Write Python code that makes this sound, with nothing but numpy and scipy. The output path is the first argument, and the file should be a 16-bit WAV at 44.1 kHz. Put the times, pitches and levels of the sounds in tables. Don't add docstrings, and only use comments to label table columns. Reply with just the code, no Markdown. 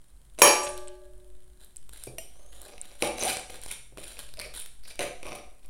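import sys
import numpy as np
from scipy import signal
from scipy.fft import rfft, irfft
from scipy.io import wavfile
from scipy.ndimage import uniform_filter1d

SR = 44100
rng = np.random.default_rng(int(sys.argv[2]) if len(sys.argv) > 2 else 0)


def store_pcm(level_fs):
    pcm = np.round(np.clip(level_fs, -1, 1) * 32767).astype(np.int16)
    wavfile.write(sys.argv[1], SR, np.atleast_2d(pcm).T)


N = 250929
TIME = np.arange(N) / SR

# frequency in Hz, relative level in dB per Hz.
AIR_COLOUR = [(15, 0), (30, -2), (55, -6), (85, -23), (200, -20), (430, -29), (850, -32), (1700, -36),
              (4400, -41), (6800, -40), (9200, -30), (12000, -40), (16000, -45)]
# frequency in Hz, t60 in seconds.
ROOM_DECAY = [(125, 0.45), (500, 0.52), (2500, 0.47), (8000, .5), (15000, 0.22)]
# start in seconds, peak in dB.
CLOSE_TICKS = [(0.875, -35.5), (0.882, -26.5), (1.7684, -23.5), (2.8148, -17.5)]
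# time in seconds, pitch in Hz, level in dB.
SQUEAK_CURVES = [
    [(2.32, 5630, -76), (2.398, 6400, -65), (2.45, 6300, -67), (2.502, 6600, -64), (2.576, 6900, -67),
     (2.64, 7220, -67)],
    [(2.72, 6330, -73), (2.765, 6400, -69), (2.82, 6100, -72)],
]
# start in seconds, length in seconds, pitch in Hz, width in Hz, level in dB.
EDGE_RASPS = [(0.384, 0.036, 9100, 2510, -38), (0.625, 0.039, 8500, 1840, -37.5),
              (0.663, 0.02, 2970, 3000, -38), (0.687, 0.022, 9500, 600, -40),
              (0.763, 0.029, 4050, 1800, -51), (0.871, 0.023, 3320, 1500, -52.5),
              (2.037, 0.031, 9450, 1800, -49), (3.168, 0.026, 6200, 450, -51),
              (3.202, 0.02, 6250, 500, -35.5), (3.239, 0.049, 760, 67.5, -29.5),
              (3.632, 0.018, 4440, 900, -58), (3.683, 0.061, 3060, 350, -58), (3.703, 0.02, 2300, 300, -44),
              (4.397, 0.071, 2290, 380, -45.5), (4.445, 0.018, 5500, 250, -53),
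              (4.547, 0.082, 3600, 700, -51), (4.55, 0.088, 9560, 1150, -42.5),
              (4.833, 0.04, 4900, 970, -58.5), (4.868, 0.062, 4720, 895, -54),
              (5.002, 0.045, 2210, 690, -38), (5.244, 0.055, 1080, 300, -50.5)]
# start in seconds, peak in dB, treble tilt in dB per octave.
CRUST_SNAPS = [(0.7773, -25.5, -1), (1.6468, -34, 14), (1.761, -35.5, 1), (1.893, -33, 0), (1.935, -35, 11),
               (1.9753, -32.5, 7), (2.0376, -22.5, 3.5), (2.07, -32, 5), (2.617, -26, 6),
               (3.37, -16.5, -2.5), (3.396, -23, -3), (3.616, -30, 7), (3.6621, -24.5, -1),
               (3.9738, -27.5, -3.5), (4.1914, -24, 1), (4.55, -32, 11), (4.5995, -22.5, 18),
               (4.6607, -29.5, 2.5), (4.9567, -33, 0.5), (5.354, -29, 2), (5.66, -38.5, 10.5)]
# start in seconds, peak in dB.
POINT_SKIPS = [(4.339, -30.5), (4.3919, -25), (4.398, -19), (4.4022, -23), (4.415, -26), (4.8365, -41),
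               (4.852, -38)]
# frequency in Hz, relative level in dB per Hz.
MEAT_COLOUR = [(200, -9.5), (1400, -12.5), (2600, -13), (4500, -12.5), (6500, -18), (8500, -7),
               (9600, -7.5), (11500, -13.5), (15500, -27.5)]
# frequency in Hz, relative level in dB per Hz.
GLAZE_COLOUR = [(250, -8.5), (700, -6), (1300, -6.5), (2300, -3.5), (3100, -7), (4600, 4.5), (5600, -6),
                (6700, -16), (9500, -2), (15000, -17.5)]
# start in seconds, length in seconds,
# plate body in dB, plate edge in dB, meat crackle in dB, swell from start to end in dB.
CUTLERY_STROKES = [ (0.374, 0.015, -40.5, -47.5, -59.5, 11), (1.596, 0.055, -73, -80, -64.5, -6.5),
                   (1.925, 0.13, -70.5, -66, -55.5, 2), (2.3, 0.21, -65.5, -79.5, -70.5, -3),
                   (2.521, 0.18, -61, -75, -58.5, -5), (2.66, 0.053, -53.5, -59, -57.5, -5),
                   (2.817, 0.23, -65, -67, -59, -2), (2.989, 0.066, -55, -60, -49, -2),
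                   (3.026, 0.05, -34, -60, -51, 3), (3.175, 0.055, -38.5, -41.5, -41, 11),
                   (3.241, 0.051, -48.5, -42, -39.5, 18), (3.322, 0.025, -66, -70, -45.5, -10),
                   (3.495, 0.062, -52, -54.5, -50.5, -4.5), (3.622, 0.11, -77, -60, -50, -7),
                   (3.706, 0.04, -81, -55.5, -49.5, -7.5), (3.971, 0.21, -63, -58, -50.5, -3),
                   (4.188, 0.11, -69, -68, -55, -11), (4.375, 0.09, -51.5, -64, -57.5, 3),
                   (4.536, 0.061, -77, -58, -47, 3.5), (4.825, 0.076, -67, -62, -60.5, 19.5),
                   (4.993, 0.039, -38.5, -43, -40.5, 1.5), (5.223, 0.14, -45.5, -52, -59, -2.5),
                   (5.624, 0.026, -65.5, -67.5, -71, -3.5), ]
# start in seconds, level in dB, treble tilt in dB per octave.
BLADE_KNOCKS = [(2.072, -11.5, -15.5), (2.1826, -20, -5), (2.78, -23, -1.5), (3.0233, 5, -3),
                (3.201, -15, 2), (3.2358, -3, 7), (3.2433, -10.5, -3), (3.2679, -21, 6), (3.283, -15, 4),
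                (3.309, -14, -2), (3.714, -10, 10), (3.9237, -26, -12), (3.9823, -15, -6),
                (4.29, -28, -0.5), (4.3722, -22, -1), (4.416, -18, 2), (4.9923, -3, -2.5),
                (4.9979, -5.5, -6.5), (5.016, -7.5, -9), (5.03, -19, -1), (5.042, -10.5, -9.5),
                (5.069, -20, -4), (5.2301, -14.5, -4), (5.254, -15, -6.5), (5.267, -17, -1.5),
                (5.308, -30, 8), (5.3293, -14.5, -4.5), (5.351, -21, 0), (5.372, -25, -5)]
# frequency in Hz, width in Hz, relative level in dB.
PRESSED_MODES = [(122, 15, -9.5), (380, 150, -4.5), (499, 50, -0.5), (600, 53, 0), (1060, 220, -11.5),
                 (1196, 45, -12), (2370, 200, -0.5), (2630, 420, 1), (4840, 540, -8.5), (9100, 185, -3),
                 (9500, 1100, -0.5), (11300, 850, -14)]
# time in seconds, body in Hz, edge in Hz, upper edge in Hz.
CONTACT_PITCHES = [(2.1, 637, 3980, 5800), (3.02, 793, 4010, 5600), (3.279, 768, 4330, 5920),
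                   (3.981, 663, 4040, 5400), (4.399, 600, 3970, 5060), (5.0, 658, 3920, 6000),
                   (5.23, 713, 3710, 5600), (5.397, 724, 3550, 5400)]
# width in Hz, relative level in dB.
CONTACT_SHAPES = [(90, 0), (300, -3), (380, -3)]
# frequency in Hz, relative level in dB, t60 at full sustain in seconds.
PLATE_RING = [(366, -15.5, 2.15), (538, -9, .53), (577, -10, 1.0), (582, -8.5, 1.3), (607, -18, 1.6),
              (732, -13, .43), (851, -2.5, .75), (880, -6, .42), (1137, -4, .35), (1170, -.5, .73),
              (1175, -10, .7), (1545, -21, 1.05), (1653, -19.5, 1.1), (1685, -11, .5)]
# frequency in Hz, relative level in dB, t60 at full sustain in seconds.
FORK_RING = [(2345, -7, .42), (2492, -11, .48), (4021, -21, .6), (4661, -9, .46), (4670, -13, .42),
             (5338, -14, .5), (5599, -17, .48), (5660, -7, .48), (6316, -16, .45), (6681, -3, .45),
             (6728, -11, .42), (7978, -20, .58), (8535, -12.5, .48), (9545, -15, .42), (9969, -17, .42),
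             (10607, -2, .35), (10653, -1, .35), (10741, -6, .38), (10875, -2.5, .42), (11810, -19, .42),
             (15177, -10, .24)]
# frequency in Hz, relative level in dB, t60 at full sustain in seconds.
KNIFE_RING = [(652, -0.5, 0.16), (1870, -4.5, 0.059), (2300, -13, 0.15), (2500, -4, 0.059),
              (2790, 1.5, 0.09), (4270, -14, 0.13), (4900, -24, 0.38), (5820, -0.5, 0.08),
              (7350, -10.5, 0.32), (8850, -8, 0.49), (9050, 13, 0.038), (10600, -14, 0.29),
              (10900, -1, 0.068), (11530, -12, 0.34), (13400, -22, 0.25)]
# frequency in Hz, width in Hz, relative level in dB.
CLASH_MODES = [(380, 60, -4), (533, 190, -2), (720, 86, -6.5), (905, 150, -6.5), (1150, 54, -10),
               (1295, 100, -10), (1720, 57, -18.5), (2300, 140, -10), (2455, 170, -6.5), (2820, 98, -14),
               (3960, 240, -12), (5070, 81, -18), (5612, 130, -7), (6250, 170, -10.5), (6600, 72, -6),
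               (7734, 260, -16.5), (7830, 66, -18), (8310, 150, -14.5), (9870, 110, -15), (10100, 180, -17),
               (10520, 120, -0.5), (11900, 97, -19), (11200, 140, -24.5), (13300, 100, -22.5)]
# start in seconds, ring in dB, crack in dB.
KNIFE_TAPS = [(2.184, -38.5, -12)]
# start in seconds, plate ring in dB, fork ring in dB,
# crack in dB, treble tilt in dB per octave, sustain from 0 to 1.
FORK_CLINKS = [(0.4184, -19, -15.5, 22.5, 0, 1), (0.476, -36, -32, 7, -1, .5),
               (2.0725, -75, -37, -32, -10, .3)]

STROKE_ATTACK_S, STROKE_RELEASE_S = 0.0033, 0.023
SLIPS_PER_S, SLIP_SPREAD_DB, BURST_DB = 100, 4, 5.5
GRIT_DB = -9
STRAY_PER_S, STRAY_DB = 14, -72
SQUEAK_RATIO, SQUEAK_UPPER_DB = 1.51, -2
TILT_FROM_HZ = 220
BODY_TOP_HZ, EDGE_TOP_HZ = 1800, 7000
CLASH_LOW_CUT_HZ = 290
TOP_HZ = 16000


def undb(db):
    return 10 ** (np.asarray(db) / 20)


def unit(x):
    return x / np.sqrt(np.mean(x ** 2))


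def on_log_axis(points, hz):
    f, value = np.transpose(points)
    return np.interp(np.log(np.maximum(hz, 1)), np.log(f), value)


def convolve(x, response):
    return signal.fftconvolve(x, response)[:len(x)]


def add(track, s, sound):
    start = int(s * SR)
    track[start:start + len(sound)] += sound[:N - start]


def wander(length, count):
    levels = rng.standard_normal(count)
    return np.interp(np.linspace(0, count - 1, length), np.arange(count), levels)


def tilted(rows, tilt_db):
    return [(hz, db + tilt_db * np.log2(hz / 2000), *rest) for hz, db, *rest in rows]


def click(colour, patchy_db=0, size=1024):
    hz = np.fft.rfftfreq(size, 1 / SR)
    spectrum_db = on_log_axis(colour, hz) + patchy_db * wander(len(hz), count=56)
    cepstrum = irfft(np.log(undb(spectrum_db)))
    cepstrum[1:size // 2] *= 2
    cepstrum[size // 2 + 1:] = 0
    return unit(irfft(np.exp(rfft(cepstrum)))) / np.sqrt(size)


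def resonate(modes):
    t, out = TIME[:SR // 5], 0
    for hz, width, db in modes:
        decay = np.exp(-np.pi * width * t)
        out = out + undb(db) * width * decay * np.cos(2 * np.pi * hz * t)
    return out / np.linalg.norm(out)


def ring(modes, sustain=1):
    t, out = TIME[:2 * SR], 0
    for hz, db, t60 in modes:
        level_db = db - 60 * t / (t60 * sustain) + 2 * wander(len(t), count=44)
        out = out + undb(level_db) * np.sin(2 * np.pi * (hz * t + rng.random()))
    return out


def chatter(response, decay_s):
    t = TIME[:len(response)]
    contacts = rng.standard_normal(len(t)) * np.exp(-t / decay_s)
    burst = convolve(contacts, response)
    return burst / np.linalg.norm(burst)


def slips(rate, spread_db, size=N):
    strength = undb(spread_db * np.minimum(rng.exponential(size=size), 4))
    occurs = rng.random(size) < rate / SR
    return unit(occurs * strength * rng.choice([-1, 1], size))


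def pressure(length, swell_db):
    t = TIME[:int((length + .2) * SR)]
    hold = undb(swell_db * (np.minimum(t / length, 1) - .5))
    attack = np.minimum(t / STROKE_ATTACK_S, 1)
    release = np.exp(-np.maximum(t - length, 0) / STROKE_RELEASE_S)
    return hold * attack * release


def pressed_plate(s, tilt_db=0, lo_hz=0, hi_hz=SR):
    t, out = TIME[:SR // 5], 0
    times, *pitches = np.transpose(CONTACT_PITCHES)
    shifted = [(np.interp(s, times, hz), width, db) for hz, (width, db) in zip(pitches, CONTACT_SHAPES)]
    modes = PRESSED_MODES + shifted
    spots = rng.standard_normal((len(modes), 2)) * (2, .02)
    for (hz, width, db), (spot_db, detune) in zip(modes, spots):
        if lo_hz < hz < hi_hz:
            age = 1.5 * np.pi * width * t
            envelope = width * age * np.exp(-age)
            level = undb(db + spot_db + tilt_db * np.log2(max(hz, TILT_FROM_HZ)))
            out = out + level * envelope * np.sin(2 * np.pi * hz * (1 + detune) * t)
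    return out / np.linalg.norm(out)


def ambient():
    air = unit(convolve(rng.standard_normal(N), click(AIR_COLOUR, size=16384)))
    rumble = rng.standard_normal(N)
    for _ in range(2):
        rumble = convolve(rumble, resonate([(45, 12, 0)]))
    hum = np.sin(2 * np.pi * 123 * TIME) * wander(N, count=40)
    drift = uniform_filter1d(wander(N, count=60), size=2000)
    return undb(-57.5) * air + undb(-55.5) * unit(rumble) + undb(-63.0) * hum + undb(-42) * drift


def room(x, wet_db, build_s, table_db, table_s):
    t, hz = TIME[:SR], np.fft.rfftfreq(SR, 1 / SR)
    noise, tail = rfft(rng.standard_normal(SR)), 0
    for k, (_, t60) in enumerate(ROOM_DECAY):
        share = on_log_axis([(f, j == k) for j, (f, _) in enumerate(ROOM_DECAY)], hz)
        tail = tail + irfft(noise * share, SR) * np.exp(-np.log(1000) * t / t60)
    tail *= 1 - np.exp(-t / build_s)
    response = undb(wet_db) * tail / np.linalg.norm(tail)
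    response[int(table_s * SR)] += undb(table_db)
    return convolve(x, response)


def ticks(hz=8400, length_s=0.00089):
    out, t = np.zeros(N), TIME[:int(length_s * SR)]
    for s, db in CLOSE_TICKS:
        add(out, s, undb(db) * np.hanning(len(t)) * np.sin(2 * np.pi * hz * t))
    return out


def squeaks(waver=0.00088):
    out = np.zeros(N)
    for curve in SQUEAK_CURVES:
        s, hz, db = np.transpose(curve)
        t = np.arange(s[0], s[-1], 1 / SR)
        pitch = np.interp(t, s, hz) * (1 + waver * wander(len(t), count=40))
        phase = 2 * np.pi * np.cumsum(pitch) / SR
        note = np.sin(phase) + undb(SQUEAK_UPPER_DB) * np.sin(SQUEAK_RATIO * phase)
        fades = signal.windows.tukey(len(t), .2)
        add(out, s[0], undb(np.interp(t, s, db)) * fades * note)
    return out


def rasps():
    out, t = np.zeros(N), TIME[:SR // 50]
    for s, length, hz, width, db in EDGE_RASPS:
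        blade = t * np.exp(-1.5 * np.pi * width * t) * np.sin(2 * np.pi * hz * t)
        swell = signal.windows.tukey(int(length * SR))
        grit = slips(rate=1500, spread_db=3, size=SR)[:len(swell)]
        add(out, s, undb(db) * swell * unit(convolve(grit, blade)))
    return out


def snaps():
    out = np.zeros(N)
    events = [(s, db, tilted(MEAT_COLOUR, tilt_db)) for s, db, tilt_db in CRUST_SNAPS]
    events += [(s, db, GLAZE_COLOUR) for s, db in POINT_SKIPS]
    for s, db, colour in events:
        snap = chatter(click(colour), decay_s=.0007)
        add(out, s, undb(db) * snap / np.abs(snap).max())
    return out


def meat(count=4):
    effort, out = np.zeros(N), 0
    for s, length, _, _, db, swell_db in CUTLERY_STROKES:
        add(effort, s, undb(db) * pressure(length, swell_db))
    for _ in range(count):
        spurts = undb(6 * wander(N, count=380))
        torn = effort * spurts * slips(rate=300, spread_db=3.0)
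        stray = undb(STRAY_DB) * slips(STRAY_PER_S, spread_db=-2)
        out = out + convolve(torn + stray, click(MEAT_COLOUR, patchy_db=6))
    return out / np.sqrt(count)


def scraping(count=2):
    out = np.zeros(N)
    for s, length, body_db, edge_db, _, swell_db in CUTLERY_STROKES:
        gain = pressure(length, swell_db)
        for _ in range(count):
            bursts = slips(SLIPS_PER_S, SLIP_SPREAD_DB, size=SR) * undb(BURST_DB * wander(SR, count=75))
            judder = gain * bursts[:len(gain)]
            judder *= np.linalg.norm(gain) / np.linalg.norm(judder)
            body = undb(body_db) * pressed_plate(s, hi_hz=BODY_TOP_HZ)
            edge = undb(edge_db) * pressed_plate(s, lo_hz=BODY_TOP_HZ, hi_hz=EDGE_TOP_HZ)
            grit = undb(edge_db + GRIT_DB) * click(GLAZE_COLOUR, patchy_db=5)
            add(out, s, convolve(judder, body + edge) + convolve(judder, grit))
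    return out / np.sqrt(count)


def knocks():
    out = np.zeros(N)
    for s, db, tilt_db in BLADE_KNOCKS:
        add(out, s, undb(db) * pressed_plate(s, tilt_db))
    return out


def free_rings():
    out = np.zeros(N)
    for s, plate_db, fork_db, _, tilt_db, sustain in FORK_CLINKS:
        for modes, db in (PLATE_RING, plate_db), (FORK_RING, fork_db):
            add(out, s, undb(db) * ring(tilted(modes, tilt_db), min(sustain, 1)))
    for s, ring_db, _ in KNIFE_TAPS:
        add(out, s, undb(ring_db) * ring(KNIFE_RING, sustain=0.76))
    return out


def clinks():
    out = np.zeros(N)
    low_cut = signal.butter(2, CLASH_LOW_CUT_HZ, "high", fs=SR, output="sos")
    for s, _, _, crack_db, tilt_db, _ in FORK_CLINKS:
        modes = [(hz, width, db + tilt_db * np.log2(hz)) for hz, width, db in CLASH_MODES]
        thinned = signal.sosfilt(low_cut, resonate(modes))
        add(out, s, undb(crack_db) * chatter(thinned, decay_s=0.0032))
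    for s, _, crack_db in KNIFE_TAPS:
        struck_knife = resonate([(hz, 380, db) for hz, db, _ in KNIFE_RING])
        add(out, s, undb(crack_db) * chatter(struck_knife, decay_s=0.00074))
    return out


def scene():
    plate = clinks() + knocks() + scraping()
    rings = free_rings()
    cutting = meat() + snaps() + rasps() + squeaks()
    into_room = plate + undb(-20.5) * rings + undb(-3.0) * cutting
    walls = room(into_room, wet_db=-4.0, build_s=0.013, table_db=-12.5, table_s=0.002)
    return (plate + rings + cutting + walls + ticks() + ambient())[None]


def record(dry):
    rounded = .61 * np.tanh(dry / .61)
    return signal.sosfilt(signal.ellip(8, .2, 70, TOP_HZ, fs=SR, output="sos"), rounded)


dry = scene()
out = record(dry)
store_pcm(out)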